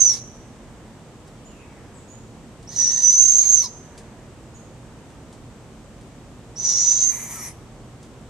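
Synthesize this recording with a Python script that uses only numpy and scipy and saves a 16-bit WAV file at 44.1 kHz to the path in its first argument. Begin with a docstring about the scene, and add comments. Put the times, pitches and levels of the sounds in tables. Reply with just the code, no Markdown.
"""A young owl begs three times in a stone-walled aviary. Each screech is a rough air whistle near 6 kHz
inside a hiss shaped by throat and beak; the second ends in a falling squeak, the third has a fainter one.
Walls scatter the calls to two small microphone ports. Behind: outdoor rumble, a faint hum, small birds
and a few light ticks."""
import sys
import numpy as np
from scipy import signal
from scipy.fft import rfft, irfft
from scipy.io import wavfile
from scipy.ndimage import uniform_filter1d, minimum_filter1d

SR = 44100
rng = np.random.default_rng(int(sys.argv[2]) if len(sys.argv) > 2 else 0)


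def transcribe(u):
    """Save the signal u as a 16-bit wav file named by the first command-line argument.

    u: samples, shape (n,) or (channels, n), limited to [-1, 1]; the rate is SR.
    q: integer samples, one column per channel.
    """
    v = np.clip(np.atleast_2d(u).T, -1, 1)
    q = np.round(v * 32767).astype(np.int16)
    wavfile.write(sys.argv[1], SR, q)


N = 365588
T = np.arange(N) / SR


def undb(db):
    """Decibels to gain."""
    return 10 ** (np.asarray(db) / 20)


def unit(x):
    """Scale to rms 1."""
    return x / np.sqrt(np.mean(np.abs(x) ** 2))


def on_bins(points, size):
    """A (Hz, value) table on the bins of a spectrum."""
    hz, value = np.transpose(points)
    return np.interp(np.log(np.fft.rfftfreq(size, 1 / SR) + 1), np.log(hz), value)


def hiss(colour, size):
    """Coloured noise of rms 1."""
    return unit(irfft(rfft(rng.standard_normal(size)) * undb(on_bins(colour, size)), size))


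def flutter(width_hz, size):
    """Complex random envelope; on a carrier, a noisy resonance."""
    hz = np.fft.fftfreq(size, 1 / SR)
    spectrum = rng.standard_normal(size) + 1j * rng.standard_normal(size)
    return unit(np.fft.ifft(spectrum / (1 + (hz / width_hz) ** 2) ** 1.5))


def carrier(hz):
    """Phasor whose real part has rms 1."""
    return np.sqrt(2) * np.exp(2j * np.pi * np.cumsum(hz) / SR)


def fade(t, start_s, end_s, edge_s=0.0074):
    """Gate with linear ramps."""
    return np.clip(np.minimum(t - start_s, end_s - t) / edge_s, 0, 1)


def bump(t, peak_s, width_s):
    """Gaussian swell of height 1."""
    return np.exp(-((t - peak_s) / width_s) ** 2)


def delay(x, ms):
    """Fractional-sample delay."""
    hz = np.fft.rfftfreq(N, 1 / SR)
    return irfft(rfft(x) * np.exp(-2j * np.pi * hz * ms / 1000), N)


def scatter(x, t60_s, build_s):
    """Diffuse echoes that build and decay, unrelated at the two ports."""
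    t = T[:SR]
    tails = rng.standard_normal((2, SR)) * np.exp(-np.log(1000) * t / t60_s) * (1 - np.exp(-t / build_s))
    return signal.fftconvolve(x[None], unit(tails) / np.sqrt(SR), axes=1)[:, :N]


# Outdoor noise spectra. Each row: frequency in Hz, relative level in dB.
RUMBLE_COLOUR = [(15, -62.5), (25, -6.5), (54, -4), (87, -4.5), (106, -3), (122, -4), (185, -7),
                 (226, -4.5), (325, -9.5), (397, -9.5), (430, -14.5), (466, -11.5), (1320, -22.5),
                 (1430, -25), (3000, -32), (3900, -39), (6600, -120)]
RUSH_COLOUR = [(400, -28.5), (950, 9.5), (1300, -7.5), (1650, 4.5), (2600, -11), (4500, -47.5)]
AIR_COLOUR = [(1760, -20), (3000, -2), (3880, -1.5), (5180, -2), (8030, 0.5), (9990, -12), (14000, -18.5)]
# Swells of the rush. Each row: peak time in seconds, level in dB.
RUSH_SWELLS = [(.75, -63), (1.8, -60.5), (4.0, -58.5), (5.05, -63)]
# Likeness of the ports. 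Each row: frequency in Hz, left-right correlation.
CORRELATION = [(60, 0.8), (200, 0.97), (500, 0.93), (1000, 0.83), (2500, 0.26), (6000, 0.11)]


def outdoors(rumble_db=-44, air_db=-61, rush_rest_db=-72.5):
    """Distant rumble, a soft swelling rush and high hiss; the bass is alike at both ports."""
    rush = undb(rush_rest_db) + sum(undb(db) * bump(T, s, width_s=0.23) for s, db in RUSH_SWELLS)

    def noise():
        rumble = undb(rumble_db) * hiss(RUMBLE_COLOUR, N)
        return rumble + rush * hiss(RUSH_COLOUR, N) + undb(air_db) * hiss(AIR_COLOUR, N)
    correlation = np.clip(on_bins(CORRELATION, N), 0, 1)
    side = irfft(rfft(noise()) * np.sqrt((1 - correlation) / (1 + correlation)), N)
    return noise() + np.array([side, -side])


# Machinery tones. Each row: frequency in Hz, nominal level in dB.
HUM_LINES = [(42, -59.5), (119.8, -50), (156, -56), (221, -57.5)]


def hum(drone_hz=459):
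    """Wavering machinery hum and a distant tone that swells once."""
    drone = undb(-63) + undb(-56) * bump(T, peak_s=3.69, width_s=0.28)
    lines = [(hz, undb(db)) for hz, db in HUM_LINES] + [(drone_hz, drone)]
    return sum(gain * ((0.8 + 0.45 * flutter(4, N)) * carrier(np.full(N, hz))).real for hz, gain in lines)


# Far bird's call: start and end in seconds, first and last pitch in Hz, relative peak in dB.
FAR_CALL = (1.31, 1.92, 3400, 1550, -51.5)


def far_bird():
    """One blurred whistle that glides down, loudest halfway."""
    start_s, end_s, from_hz, to_hz, db = FAR_CALL
    hz = np.interp(T, [start_s, end_s], [from_hz, to_hz])
    swell = undb(db) * fade(T, start_s, end_s, (end_s - start_s) / 2)
    return swell * (flutter(190, N) * carrier(hz)).real


# Bird chips. Each row: start and length in seconds, first and last pitch in Hz, relative level in dB.
CHIPS = [(1.449, 0.028, 7130, 6980, -42), (1.938, 0.046, 8300, 7520, -45.5),
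         (1.962, 0.034, 7630, 6440, -50), (2.08, 0.061, 6760, 6860, -43.5), (4.54, 0.038, 6980, 6300, -43)]


def small_birds(waver_hz=150):
    """Thin chips and the far whistle, smeared by the surroundings."""
    waver = flutter(220, N).real
    song = far_bird()
    for start_s, length_s, from_hz, to_hz, db in CHIPS:
        end_s = start_s + length_s
        inside = (T >= start_s) & (T < end_s)
        t = T[inside]
        hz = np.interp(t, [start_s, end_s], [from_hz, to_hz]) + waver_hz * waver[inside]
        song[inside] += undb(db) * fade(t, start_s, end_s) * carrier(hz).real
    return undb(-10.5) * song + undb(-7) * scatter(song, t60_s=0.57, build_s=0.006)


# Light ticks. Each row: start in seconds, relative level in dB.
TICKS = [(.555, -63), (1.275, -55), (1.511, -65), (2.627, -55), (3.977, -45), (5.1, -58), (5.326, -52),
         (6.01, -57), (8.028, -51.5)]
# Tick spectrum. 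Each row: frequency in Hz, relative level in dB.
TICK_COLOUR = [(800, -22), (3000, -1), (5000, 0), (7000, 1), (9000, -0.5), (13000, -23)]


def ticks(decay_s=0.02):
    """Fast-dying noise bursts with a short echo."""
    envelope = sum(undb(db) * (T >= s) * np.exp(-np.abs(T - s) / decay_s) for s, db in TICKS)
    bursts = envelope * hiss(TICK_COLOUR, N)
    return undb(1) * bursts + undb(-10) * scatter(bursts, t60_s=0.11, build_s=0.0017)


# Voice catches. Each row: start and end in seconds, first and last pitch in Hz,
# fundamental and overtone levels in dB.
SQUEAKS = [(3.635, 3.672, 1089, 935, -42, -32.5), (7.35, 7.403, 1340, 1280, -47, -53)]
# Overtones the throat favours. Each row: harmonic number, relative level in dB.
OVERTONES = [(4, -7), (5, -0.5), (6, 2)]


def squeak(start_s, end_s, from_hz, to_hz, fundamental_db, overtones_db, jitter=0.02, roughness=1.1):
    """The voice catches: a short falling note with rough overtones."""
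    hz = np.interp(T, [start_s, end_s], [from_hz, to_hz]) * (1 + jitter * flutter(228, N).real)
    overtones = sum(undb(db) * carrier(k * hz) for k, db in OVERTONES)
    overtones *= unit(1 + roughness * flutter(150, N))
    note = undb(fundamental_db) * carrier(hz) + undb(overtones_db) * overtones
    return note.real * fade(T, start_s, end_s)


# Spans of clearer tone. Each row: start and end in seconds, turbulent share from 0 to 1.
# A span acts only if its end follows its start.
LOCKS = [(-0.1, 0.15, .07), (2.989, 3.225, .2), (7.12, 7, .05)]


def jet(t, loose_share=0.57, saturation=0.58, throb_hz=105, throb_depth=0.46):
    """The air jet slips between locked tone and noisy resonance, saturates, and throbs when loose."""
    calming = sum(fade(t, start, end, edge_s=0.04) * (loose_share - share) for start, end, share in LOCKS)
    turbulent = np.clip(loose_share - calming, 0, 1)
    swing = np.sqrt(1 - turbulent) + np.sqrt(turbulent) * flutter(175, len(t))
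    swing = unit(swing / np.sqrt(1 + saturation * np.abs(swing) ** 2))
    throb = (flutter(45, len(t)) * carrier(np.full(len(t), throb_hz))).real
    return unit(swing * (1 + throb_depth * np.sqrt(turbulent) * throb))


# Held whistle, one list per call. Each row: time in seconds, pitch in Hz, relative level in dB.
WHISTLE_COURSES = [
    [(0, 6285, -9), (.04, 6120, -10), (.11, 5797, -16.5), (.14, 5540, -25.5), (.165, 5450, -42)],
    [(2.72, 6450, -51), (2.758, 6300, -38), (2.766, 5990, -19.5), (2.816, 5933, -15), (2.9, 5920, -18.5),
     (2.94, 6130, -17), (3.015, 6100, -21), (3.03, 6044, -12.5), (3.14, 6040, -11), (3.2, 6240, -10),
     (3.39, 6386, -9.5), (3.45, 6420, -17.5), (3.535, 6440, -9), (3.607, 6017, -17.5)],
    [(6.59, 6350, -26), (6.62, 6080, -29.5), (6.648, 5943, -19), (6.735, 5825, -20.5), (6.895, 6048, -16),
     (7.0, 6194, -20), (7.07, 6303, -14.5), (7.14, 6234, -31.5), (7.25, 6190, -38), (7.39, 5930, -41),
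     (7.45, 5700, -39), (7.48, 5450, -45)],
]


def whistle(call, t, start_s, scoop_hz=1484, scoop_s=0.022, chirp_s=0.024,
            sag_hz_per_s=9800, sag_db_per_s=560):
    """Pitch and gain: a chirp scoops up, the note holds, then sags as breath runs out."""
    times_s, held_hz, held_db = np.transpose(WHISTLE_COURSES[call])
    sag_s = np.maximum(t - times_s[-1], 0)
    hz = np.interp(t, times_s, held_hz) - scoop_hz * np.exp((start_s - t) / scoop_s) - sag_hz_per_s * sag_s
    db = np.interp(t, times_s, held_db) - 2 - sag_db_per_s * sag_s
    onset = np.minimum((t - start_s) / (2 * scoop_s), 1) ** 2
    chirp = undb(-39.5) * bump(t, start_s + chirp_s, chirp_s / 2)
    return hz, undb(db) * onset + chirp


def rasp(t, flap_hz=720, lower_db=-19):
    """Flapping membranes throw two sidebands, the upper one stronger."""
    upper = flutter(360, len(t)) * np.exp(2j * np.pi * flap_hz * t)
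    return upper + undb(lower_db) * upper.conj()


# Calls. Each row: start, end and midpoint of the beak's opening, in seconds.
CALL_TIMES_S = [(-0.5, 0.205, -0.2), (2.665, 3.68, 3.11), (6.55, 7.53, 7.09)]
# Two beak positions, a row per call. Each row: throat hiss in dB, beak hiss in dB,
# mouth resonance in Hz, its level in dB, rasp in dB re whistle.
HALF_CLOSED = [(-37, -53, 2400, -53, -19), (-36, -56, 1860, -53, -18), (-35, -55.5, 2030, -57.5, -7.5)]
WIDE_OPEN = [(-36.5, -50, 2200, -59.5, -14), (-36.5, -49, 2210, -57, -17), (-53, -41.5, 2040, -51, -32)]
# Turbulence in the narrowed throat and at the beak. Each row: frequency in Hz, relative level in dB.
THROAT_COLOUR = [(300, -31), (900, -5), (1400, -14), (2700, -13.5), (3400, -8), (3780, -1), (4400, 1),
                 (5000, 3), (5500, 4.5), (6200, 8.5), (7100, -0.5), (7700, -11), (8400, -4), (9200, -16),
                 (12500, -34.5)]
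BEAK_COLOUR = [(400, -23), (950, 9), (1550, -3), (1800, 5), (2400, 6), (2620, -4), (5500, -13), (6150, -16),
               (6700, 4.5), (7500, 2.5), (8100, 6.5), (8900, 3.5), (10200, 7), (11100, -2.5),
               (11900, -13.5), (13000, -7.5), (13900, -20.5)]


def screech(call, attack_s=0.14, release_s=0.047, opening_s=0.11, waver_db=1.28, waver_hz=13,
            jitter_hz=22, sum_tone_db=-34, octave_db=-7.5):
    """An unsteady air whistle with rasp and an octave, inside the hiss that drives it."""
    start_s, end_s, opens_s = CALL_TIMES_S[call]
    inside = (T >= start_s) & (T <= end_s)
    t, size = T[inside], inside.sum()
    opening = (1 + np.tanh(2 * (t - opens_s) / opening_s)) / 2
    throat_db, beak_db, mouth_hz, mouth_db, rasp_db = (
        half + opening * (wide - half) for half, wide in zip(HALF_CLOSED[call], WIDE_OPEN[call]))
    pressure = unit(flutter(30, size).real)  # moves hiss and pitch together
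    breath = np.minimum((t - start_s) / attack_s, 1) * np.minimum((end_s - t) / release_s, 1)
    breath *= undb(waver_db * pressure)
    hz, whistle_gain = whistle(call, t, start_s)
    hz += waver_hz * pressure + jitter_hz * unit(flutter(140, size).real)
    beak_gain = undb(beak_db) * breath
    swing = jet(t)
    sidebands = np.hypot(undb(rasp_db) * whistle_gain * breath, undb(-3) * beak_gain) * rasp(t)
    mouth = flutter(150, size) * carrier(mouth_hz)
    modulated = swing + undb(sum_tone_db) * mouth  # sum tone near 8 kHz
    tone = (whistle_gain * modulated + sidebands) * carrier(hz)
    octave = undb(octave_db) * beak_gain * (swing + 0.67 * flutter(400, size)) * carrier(2 * hz)
    air = breath * (undb(mouth_db) * mouth.real + undb(throat_db) * hiss(THROAT_COLOUR, size))
    air += beak_gain * hiss(BEAK_COLOUR, size)
    out = np.zeros(N)
    out[inside] = ((tone + octave).real + air) * fade(t, t[0], t[-1], edge_s=0.008)
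    return out


# Near-wall echoes. Each row: left delay in ms, right delay in ms, gain in dB.
WALL_ECHOES = [(3.1, 3.4, -26.5), (6.3, 5.3, -7), (9.7, 10.1, -9), (14.2, 13.6, -8)]


def owl(left_lag_ms=0.025):
    """The calls arrive direct, off the near walls, and as the enclosure's ring."""
    voice = sum(screech(call) for call in range(len(CALL_TIMES_S)))
    voice += sum(squeak(*row) for row in SQUEAKS)
    heard = np.array([delay(voice, left_lag_ms), voice])
    for left_ms, right_ms, db in WALL_ECHOES:
        heard += undb(db) * np.array([delay(voice, left_ms), delay(voice, right_ms)])
    early = undb(-10) * scatter(voice, t60_s=0.15, build_s=0.0037)
    late = undb(-21) * scatter(voice, t60_s=0.73, build_s=0.02)
    return heard + early + late


def scene():
    """The owl in front, everything else behind it."""
    return owl() + small_birds() + ticks() + outdoors() + hum()


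def gain_control(x, threshold_db=-15.5, ratio=1.4, window_s=0.15):
    """Gain that falls once the louder port passes the threshold."""
    power = uniform_filter1d(x ** 2, size=int(window_s * SR), axis=1).max(axis=0)
    excess = np.sqrt(np.maximum(power / undb(threshold_db) ** 2, 1))
    return excess ** (1 / ratio - 1)


# Port imbalance. Each row: frequency in Hz, left minus right in dB.
PORT_BALANCE = [(40, -2.5), (200, -0.7), (4000, -0.5), (5500, -1.5), (6000, -3.5), (6600, -9), (7200, 0),
                (8200, 10.5), (9500, 10), (13000, 8)]


def record(dry, low_cut_hz=36, high_cut_hz=14100, ceiling=0.92):
    """Port colouring, low cut, gain control, fast limiter, high cut."""
    balance = undb(on_bins(PORT_BALANCE, N))
    ports = 2 * np.array([balance, np.ones_like(balance)]) / (1 + balance)
    x = irfft(rfft(dry) * ports, N)
    x = signal.sosfilt(signal.butter(10, low_cut_hz, "high", fs=SR, output="sos"), x)
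    x *= gain_control(x)
    headroom = ceiling / np.maximum(np.abs(x).max(axis=0), ceiling)
    x *= uniform_filter1d(minimum_filter1d(headroom, size=129), size=129)
    return signal.sosfilt(signal.ellip(10, 0.2, 80, high_cut_hz, fs=SR, output="sos"), x)


dry = scene()
out = record(dry)
transcribe(out)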